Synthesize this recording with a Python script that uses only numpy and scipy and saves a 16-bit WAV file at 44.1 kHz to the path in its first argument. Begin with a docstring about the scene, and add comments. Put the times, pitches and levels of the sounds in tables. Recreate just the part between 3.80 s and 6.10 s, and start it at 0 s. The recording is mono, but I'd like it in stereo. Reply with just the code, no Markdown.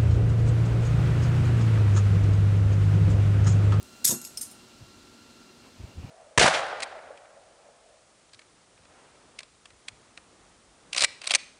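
"""Rattling latch on a yard gate

A steel latch rattles close by, the wooden gate thuds and a loose metal piece clinks: each impact is
a noise burst plus decaying modes, reflected by the house wall and yard. Behind lie a low rumble, airy
hiss, a faint machine hum and whine, and late scuffs; wind buffets mainly the left microphone port."""
import sys
import numpy as np
from scipy import signal
from scipy.fft import rfft, irfft, next_fast_len
from scipy.io import wavfile
from scipy.ndimage import map_coordinates

SR = 44100
rng = np.random.default_rng(int(sys.argv[2]) if len(sys.argv) > 2 else 0)


def unload_wav(signal):
    """Save mono or channel-first audio to the path in sys.argv[1] as 16-bit WAV at rate SR, clipped to [-1, 1]."""
    wavfile.write(
        sys.argv[1],
        SR,
        np.round(np.clip(np.atleast_2d(signal).T, -1, 1) * 32767).astype(np.int16),
    )


N = 101429

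# Noise spectra, shape only: frequency_hz, density_db
RUMBLE_SPECTRUM = [(15, -41), (25, -15.5), (91, -5.5), (173, -6.5), (253, 0), (331, -6.5), (359, -2),
                   (433, -10), (567, -9), (762, -11.5), (1350, -13.5), (2170, -16), (4500, -13),
                   (8130, -19.5), (15500, -41)]
HISS_SPECTRUM = [(2000, -27), (5000, 5), (8300, 8), (11000, -5), (15000, -3.5)]
WIND_SPECTRUM = [(25, -21), (60, -1), (115, 4), (180, -7.5), (350, -28), (8000, -77.5)]
CRACK_SPECTRUM = [(530, -57), (1980, -14), (2700, -17), (3600, -12.5), (5120, -6), (5770, -5), (7590, -4.5),
                  (9070, -5.5), (9980, -12), (11500, -11.5), (15500, -14.5)]
WOOD_SPECTRUM = [(30, -34.5), (130, -3), (230, 1), (520, -9.5), (1400, -15.5), (2600, -25.5), (5000, -71)]
SQUEAK_SPECTRUM = [(10300, -45), (11100, -3), (11450, 2), (12300, -41)]
SCUFF_SPECTRUM = [(100, -8.5), (350, -3), (800, -4), (1800, -14), (2750, -7.5), (3600, -22), (9000, -34.5)]
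# Likeness of left and right: frequency_hz, coherence
AIR_COHERENCE = [(60, 0.92), (130, 0.88), (290, 1), (640, 0.404), (1400, 0.033), (8000, 0.036)]
METAL_COHERENCE = [(1000, 0.3), (2200, -0.56), (4400, 0.15), (8000, 0.0035), (13000, 0.38)]
# Stereo balance: frequency_hz, left_minus_right_db
AIR_BALANCE = [(100, -0.5), (600, 0.5), (1400, -3.5), (4400, -3), (15000, -5)]
METAL_BALANCE = [(1000, 1), (2400, -2.5), (4400, 1), (8000, -3.5), (15000, -5)]
# Slow changes of the background: time_s, gain_db
RUMBLE_GAIN = [(.8, -52), (2.3, -54)]
HISS_GAIN = [(0, -58.5), (.55, -56), (.9, -66.5), (2.3, -72.5)]
HUM_GAIN = [(1.7, -2), (2, -9.5)]  # the low hum eases as the microphone turns
WHINE_GAIN = [(0, 2), (.36, 12), (.5, 2.5), (1.0, 1.5), (1.7, 2), (1.95, -3.5), (2.3, -2)]
# Spectral lines of the machine: centre_hz, level_db, width_hz
MACHINE_LINES = [(221, -64, 36), (358, -71, 33), (1399, -69, 160), (2754, -68.5, 67), (4124, -68, 120)]
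# Swells of noise: centre_s, half_width_s, level_db
WIND_PUFFS = [(.008, 0.036, -50.5), (1.018, 0.024, -42), (1.16, 0.12, -60.5), (2.002, 0.018, -36),
              (2.044, 0.012, -28.5), (2.088, 0.017, -46), (2.19, 0.029, -31), (2.243, 0.015, -30),
              (2.295, 0.036, -38.5)]
BAR_SQUEAKS = [(.2535, 0.0018, -12.5)]
SCUFFS = [(1.86, 0.045, -54.5), (2.07, 0.11, -55), (2.27, 0.1, -50.5)]
# Impacts of the loose piece: start_s, level_db, focus_hz, ring_gain_db, crack_t60_s
PIECE_IMPACTS = [(0.0285, -34.5, 8850, -31, 0.01), (.5724, -27.5, 8200, -4, 0.057),
                 (0.5734, -40.5, 5070, 18, .015), (.5845, -46, 6500, -4, .06),
                 (0.6111, -31, 9400, 7, 0.043), (0.614, -30, 9400, 4.5, 0.072),
                 (0.628, -35.5, 5600, -0.5, .08), (0.652, -41, 8900, -6, 0.093),
                 (0.701, -49, 5200, 5.5, 0.017), (.712, -41.5, 9600, -6, 0.073)]
# Contacts and rebounds of the latch: start_s, level_db, focus_hz
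LATCH_IMPACTS = [(0.243, -26, 4520), (.2462, -14.5, 8700), (.2478, -17, 3670), (0.251, -12.5, 7000),
                 (0.2535, -18, 3630), (.2613, -13.5, 7700), (.2635, -19.5, 8700), (.2675, -23, 5170),
                 (.2725, -17.5, 7000), (.2777, -14, 7800), (0.2781, -27.5, 12500), (.2823, -20, 7300),
                 (.2862, -15, 8260), (.2918, -18.5, 6500), (.2957, -20, 7800), (.2995, -30, 7000),
                 (.3062, -17.5, 9150), (0.3106, -18, 5870), (.317, -21, 7360), (.3215, -26, 12000),
                 (.328, -26, 12500), (.353, -49, 6570), (0.4145, -33, 7200), (.441, -38, 6700),
                 (0.4492, -28.5, 6960), (0.471, -34.5, 7000)]
# Knocks of the gate: start_s, level_db, puff_t60_s, focus_hz
GATE_IMPACTS = [(0.246, -40, 0.13, 131), (.2925, -30.5, 0.074, 223), (.309, -30.5, 0.06, 660),
                (.324, -31.5, 0.038, 240), (.338, -36, 0.13, 300)]
# Normal modes of the struck bodies: pitch_hz, level_db, t60_s
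PIECE_MODES = [(5120, -4.5, 0.039), (5250, 0, 0.037), (6120, -12, .04), (7400, -3, .025),
               (8916, -2.5, 0.084), (9500, -8.5, 0.024), (11240, -8.5, 0.15)]
LATCH_MODES = [(3660, -5.5, 0.0694), (5260, -0.5, 0.086), (6320, -4.5, 0.15), (6650, -1, 0.17),
               (6820, -7.5, .09), (7120, -3, .09), (7170, -8, .16), (7770, -0.5, .08), (7915, 0, 0.07),
               (8400, -2.5, 0.068), (8866, 3, 0.079), (11290, 4, .16), (12545, -1, 0.14)]
BOARD_MODES = [(140.7, -3, 0.24), (178.3, -5.5, .09), (239.1, -2, 0.22), (355.7, -5, .16),
               (516, -6.5, 0.09), (676, -3, 0.043), (983, -3.5, 0.0619)]
# Reverberation time of the yard: frequency_hz, t60_s
YARD_DECAY = [(200, 0.16), (3000, 0.16), (8000, 0.33), (15000, 0.18)]

METAL_ATTACK_S, PIECE_ATTACK_S, WOOD_ATTACK_S = 0.00018, 0.0011, 0.00086
STRESS_OCTAVES, STRESS_DB = 0.35, 4.5  # width and depth of the band a metal contact favours


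def amp(db):
    """Amplitude ratio of a level in decibels."""
    return 10 ** (np.asarray(db) / 20)


def unit(x):
    """Normalisation to rms 1."""
    return x / np.sqrt(np.mean(x ** 2) + 1e-20)


def along(points, hz):
    """Interpolation on a logarithmic frequency axis."""
    knots_hz, values = np.transpose(points)
    return np.interp(np.log(hz + 1), np.log(knots_hz + 1), values)


def curve(rows):
    """Linear interpolation in time, one value per sample."""
    return np.interp(np.arange(N) / SR, *np.transpose(rows))


def filtered(x, response):
    """Linear filtering: the spectrum times a frequency response."""
    size = next_fast_len(x.shape[-1] + 8192)
    return irfft(rfft(x, size) * response(np.fft.rfftfreq(size, 1 / SR)), size)[..., :x.shape[-1]]


def noise(spectrum, coherence, size):
    """Partially coherent stereo noise of rms 1, mixed from independent mid and side signals."""
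    def response(hz):
        angle = np.arccos(np.clip(along(coherence, hz), -1, 1)) / 2
        return amp(along(spectrum, hz)) * [np.cos(angle), np.sin(angle)]
    mid, side = filtered(rng.standard_normal((2, size)), response)
    return unit(np.array([mid + side, mid - side]))


def panned(x, balance):
    """Frequency-dependent level difference between the channels."""
    return filtered(x, lambda hz: amp(along(balance, hz) * np.array([[.5], [-.5]])))


def fade(t, t60):
    """Exponential decay, 60 dB in t60 seconds."""
    return np.exp(-np.log(1000) * t / t60)


def rise(t, attack_s):
    """First-order build-up towards 1."""
    return 1 - np.exp(-t / attack_s)


def add(track, start_s, sound):
    """Superposition of a sound on a track."""
    part = track[:, max(0, round(start_s * SR)):][:, :sound.shape[1]]
    part += sound[:, :part.shape[1]]


def burst(carrier, envelope):
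    """Amplitude modulation, scaled so that the envelope alone sets the energy."""
    return unit(carrier * envelope) * np.sqrt(np.mean(envelope ** 2))


def swells(rows, spectrum, coherence):
    """Noise under Gaussian envelopes."""
    t = np.arange(N) / SR
    return sum(amp(db) * burst(noise(spectrum, coherence, N), np.exp(-((t - centre_s) / width_s) ** 2))
               for centre_s, width_s, db in rows)


def stress(hz, focus_hz, octaves, depth_db):
    """Selective excitation by a contact point: 0 dB at focus_hz, depth_db lower far from it."""
    return depth_db * (np.exp(-(np.log2((hz + 1) / focus_hz) / octaves) ** 2) - 1)


def ring(modes, t, focus_hz, octaves, depth_db, scatter_db, detune=0.0022):
    """Free vibration as a sum of damped modes; shifting contact detunes each from blow to blow."""
    out = 0
    for hz, db, t60 in modes:
        level_db = db + stress(hz, focus_hz, octaves, depth_db) + rng.normal(0, scatter_db, (2, 1))
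        pitch_hz = hz * (1 + detune * rng.uniform(-1.73, 1))
        phase = rng.uniform(0, 2 * np.pi) + rng.normal(0, 0.77, (2, 1))  # differs at the two ports
        out += amp(level_db) * fade(t, t60) * np.sin(2 * np.pi * pitch_hz * t + phase)
    return out


def outdoor_air():
    """Broadband noise: a low rumble and an airy hiss, each slowly changing in level."""
    rumble = amp(curve(RUMBLE_GAIN)) * noise(RUMBLE_SPECTRUM, AIR_COHERENCE, N)
    hiss = amp(curve(HISS_GAIN)) * noise(HISS_SPECTRUM, AIR_COHERENCE, N)
    return rumble + hiss


def machine_hum():
    """Narrowband noise: each line of the machine has a finite width and so wavers in amplitude."""
    out = np.zeros((2, N))
    for centre_hz, db, width_hz in MACHINE_LINES:
        white = noise([(centre_hz, 0)], AIR_COHERENCE, N)
        line = unit(filtered(white, lambda hz: 1 / (1 + (2 * (hz - centre_hz) / width_hz) ** 2)))
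        out += amp(db + curve(WHINE_GAIN if centre_hz > 1000 else HUM_GAIN)) * line
    return out


def machine_whine(pitch_hz=1366, wander_hz=2.67, base_db=-67):
    """Slow random frequency modulation of a thin tone, with the channels in quadrature."""
    drift = unit(filtered(rng.standard_normal(N), lambda hz: np.exp(-(hz / 10) ** 2)))
    phase = 2 * np.pi * np.cumsum(pitch_hz + wander_hz * drift) / SR
    return amp(base_db + curve(WHINE_GAIN)) * np.sqrt(2) * np.array([np.sin(phase), np.cos(phase)])


def wind(right_port_db=-18.5):
    """Turbulence at the microphone ports gives short swells of low-frequency pressure."""
    return swells(WIND_PUFFS, WIND_SPECTRUM, coherence=[(100, 0.53)]) * amp([[0], [right_port_db]])


def crack(t, t60, focus_hz, ripple_db=4.5, spacing_hz=381):
    """A brief metal contact excites a broad spectrum; each contact point stresses other bands."""
    knots = rng.standard_normal(256)
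    def colour(hz):
        uneven_db = ripple_db * map_coordinates(knots, [hz / spacing_hz])
        return amp(uneven_db + stress(hz, focus_hz, STRESS_OCTAVES, STRESS_DB))
    return burst(filtered(noise(CRACK_SPECTRUM, METAL_COHERENCE, len(t)), colour), fade(t, t60))


def piece_clinks():
    """Impact excitation of the loose piece: a crack, then modes that take a moment to build."""
    out, t = np.zeros((2, N)), np.arange(SR // 4) / SR
    for start_s, db, focus_hz, ring_db, t60 in PIECE_IMPACTS:
        modes = ring(PIECE_MODES, t, focus_hz, octaves=0.74, depth_db=22, scatter_db=3)
        snap = rise(t, METAL_ATTACK_S) * crack(t, t60, focus_hz)
        add(out, start_s, amp(db) * (snap + amp(ring_db) * rise(t, PIECE_ATTACK_S) * modes))
    return out


def yard_reverberation(direct, gain_db=-10.5, delay_s=0.012):
    """Diffuse reflection from wall and fence: convolution with noise that decays band by band."""
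    hz, t, bands = signal.stft(rng.standard_normal((2, SR // 2)), SR, nperseg=256)
    tail = signal.istft(bands * fade(t, along(YARD_DECAY, hz)[:, None]), SR, nperseg=256)[1]
    out = np.zeros((2, N))
    add(out, delay_s, signal.fftconvolve(direct, tail / np.linalg.norm(tail[0]), axes=1))
    return amp(gain_db) * out


def latch_rattle(crack_db=-1, ring_db=-17.5):
    """Repeated impact: each rebound gives a bright crack and excites the modes of the steel latch."""
    out, t = np.zeros((2, N)), np.arange(SR // 4) / SR
    for start_s, db, focus_hz in LATCH_IMPACTS:
        modes = amp(ring_db) * ring(LATCH_MODES, t, focus_hz, STRESS_OCTAVES, STRESS_DB, scatter_db=4)
        snap = amp(crack_db) * crack(t, t60=0.03, focus_hz=focus_hz)
        add(out, start_s, amp(db) * rise(t, METAL_ATTACK_S) * (snap + modes))
    return out


def gate_thuds(puff_db=-3, boards_db=-0.5):
    """Damped vibration of wood: each knock is a dull puff plus the low modes of the boards."""
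    out, t = np.zeros((2, N)), np.arange(SR // 2) / SR
    for start_s, db, t60, focus_hz in GATE_IMPACTS:
        puff = burst(noise(WOOD_SPECTRUM, coherence=[(300, 0.94), (2000, .5)], size=len(t)), fade(t, t60))
        boards = ring(BOARD_MODES, t, focus_hz, octaves=0.99, depth_db=10, scatter_db=2)[0]  # mono
        thud = amp(puff_db) * puff + amp(boards_db) * boards
        add(out, start_s, amp(db) * rise(t, WOOD_ATTACK_S) * thud)
    return out


def bar_squeak():
    """Sliding friction of the latch bar gives one brief, high band of noise."""
    return swells(BAR_SQUEAKS, SQUEAK_SPECTRUM, METAL_COHERENCE)


def scuffs():
    """Faint swells of broadband noise, heard as scuffs near the end."""
    return swells(SCUFFS, SCUFF_SPECTRUM, AIR_COHERENCE)


def scene():
    """Superposition of all sources; only the metal and the gate reverberate."""
    metal = panned(latch_rattle() + piece_clinks() + bar_squeak(), METAL_BALANCE)
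    direct = metal + gate_thuds()
    reflected = yard_reverberation(direct)
    background = panned(outdoor_air() + machine_hum(), AIR_BALANCE) + machine_whine()
    return direct + reflected + background + wind() + scuffs()


def record(dry):
    """Band limiting by a steep low-pass filter."""
    cutoff_hz = 15650
    return filtered(dry, lambda hz: 1 / np.sqrt(1 + (hz / cutoff_hz) ** 160))


dry = scene()
out = record(dry)
unload_wav(out)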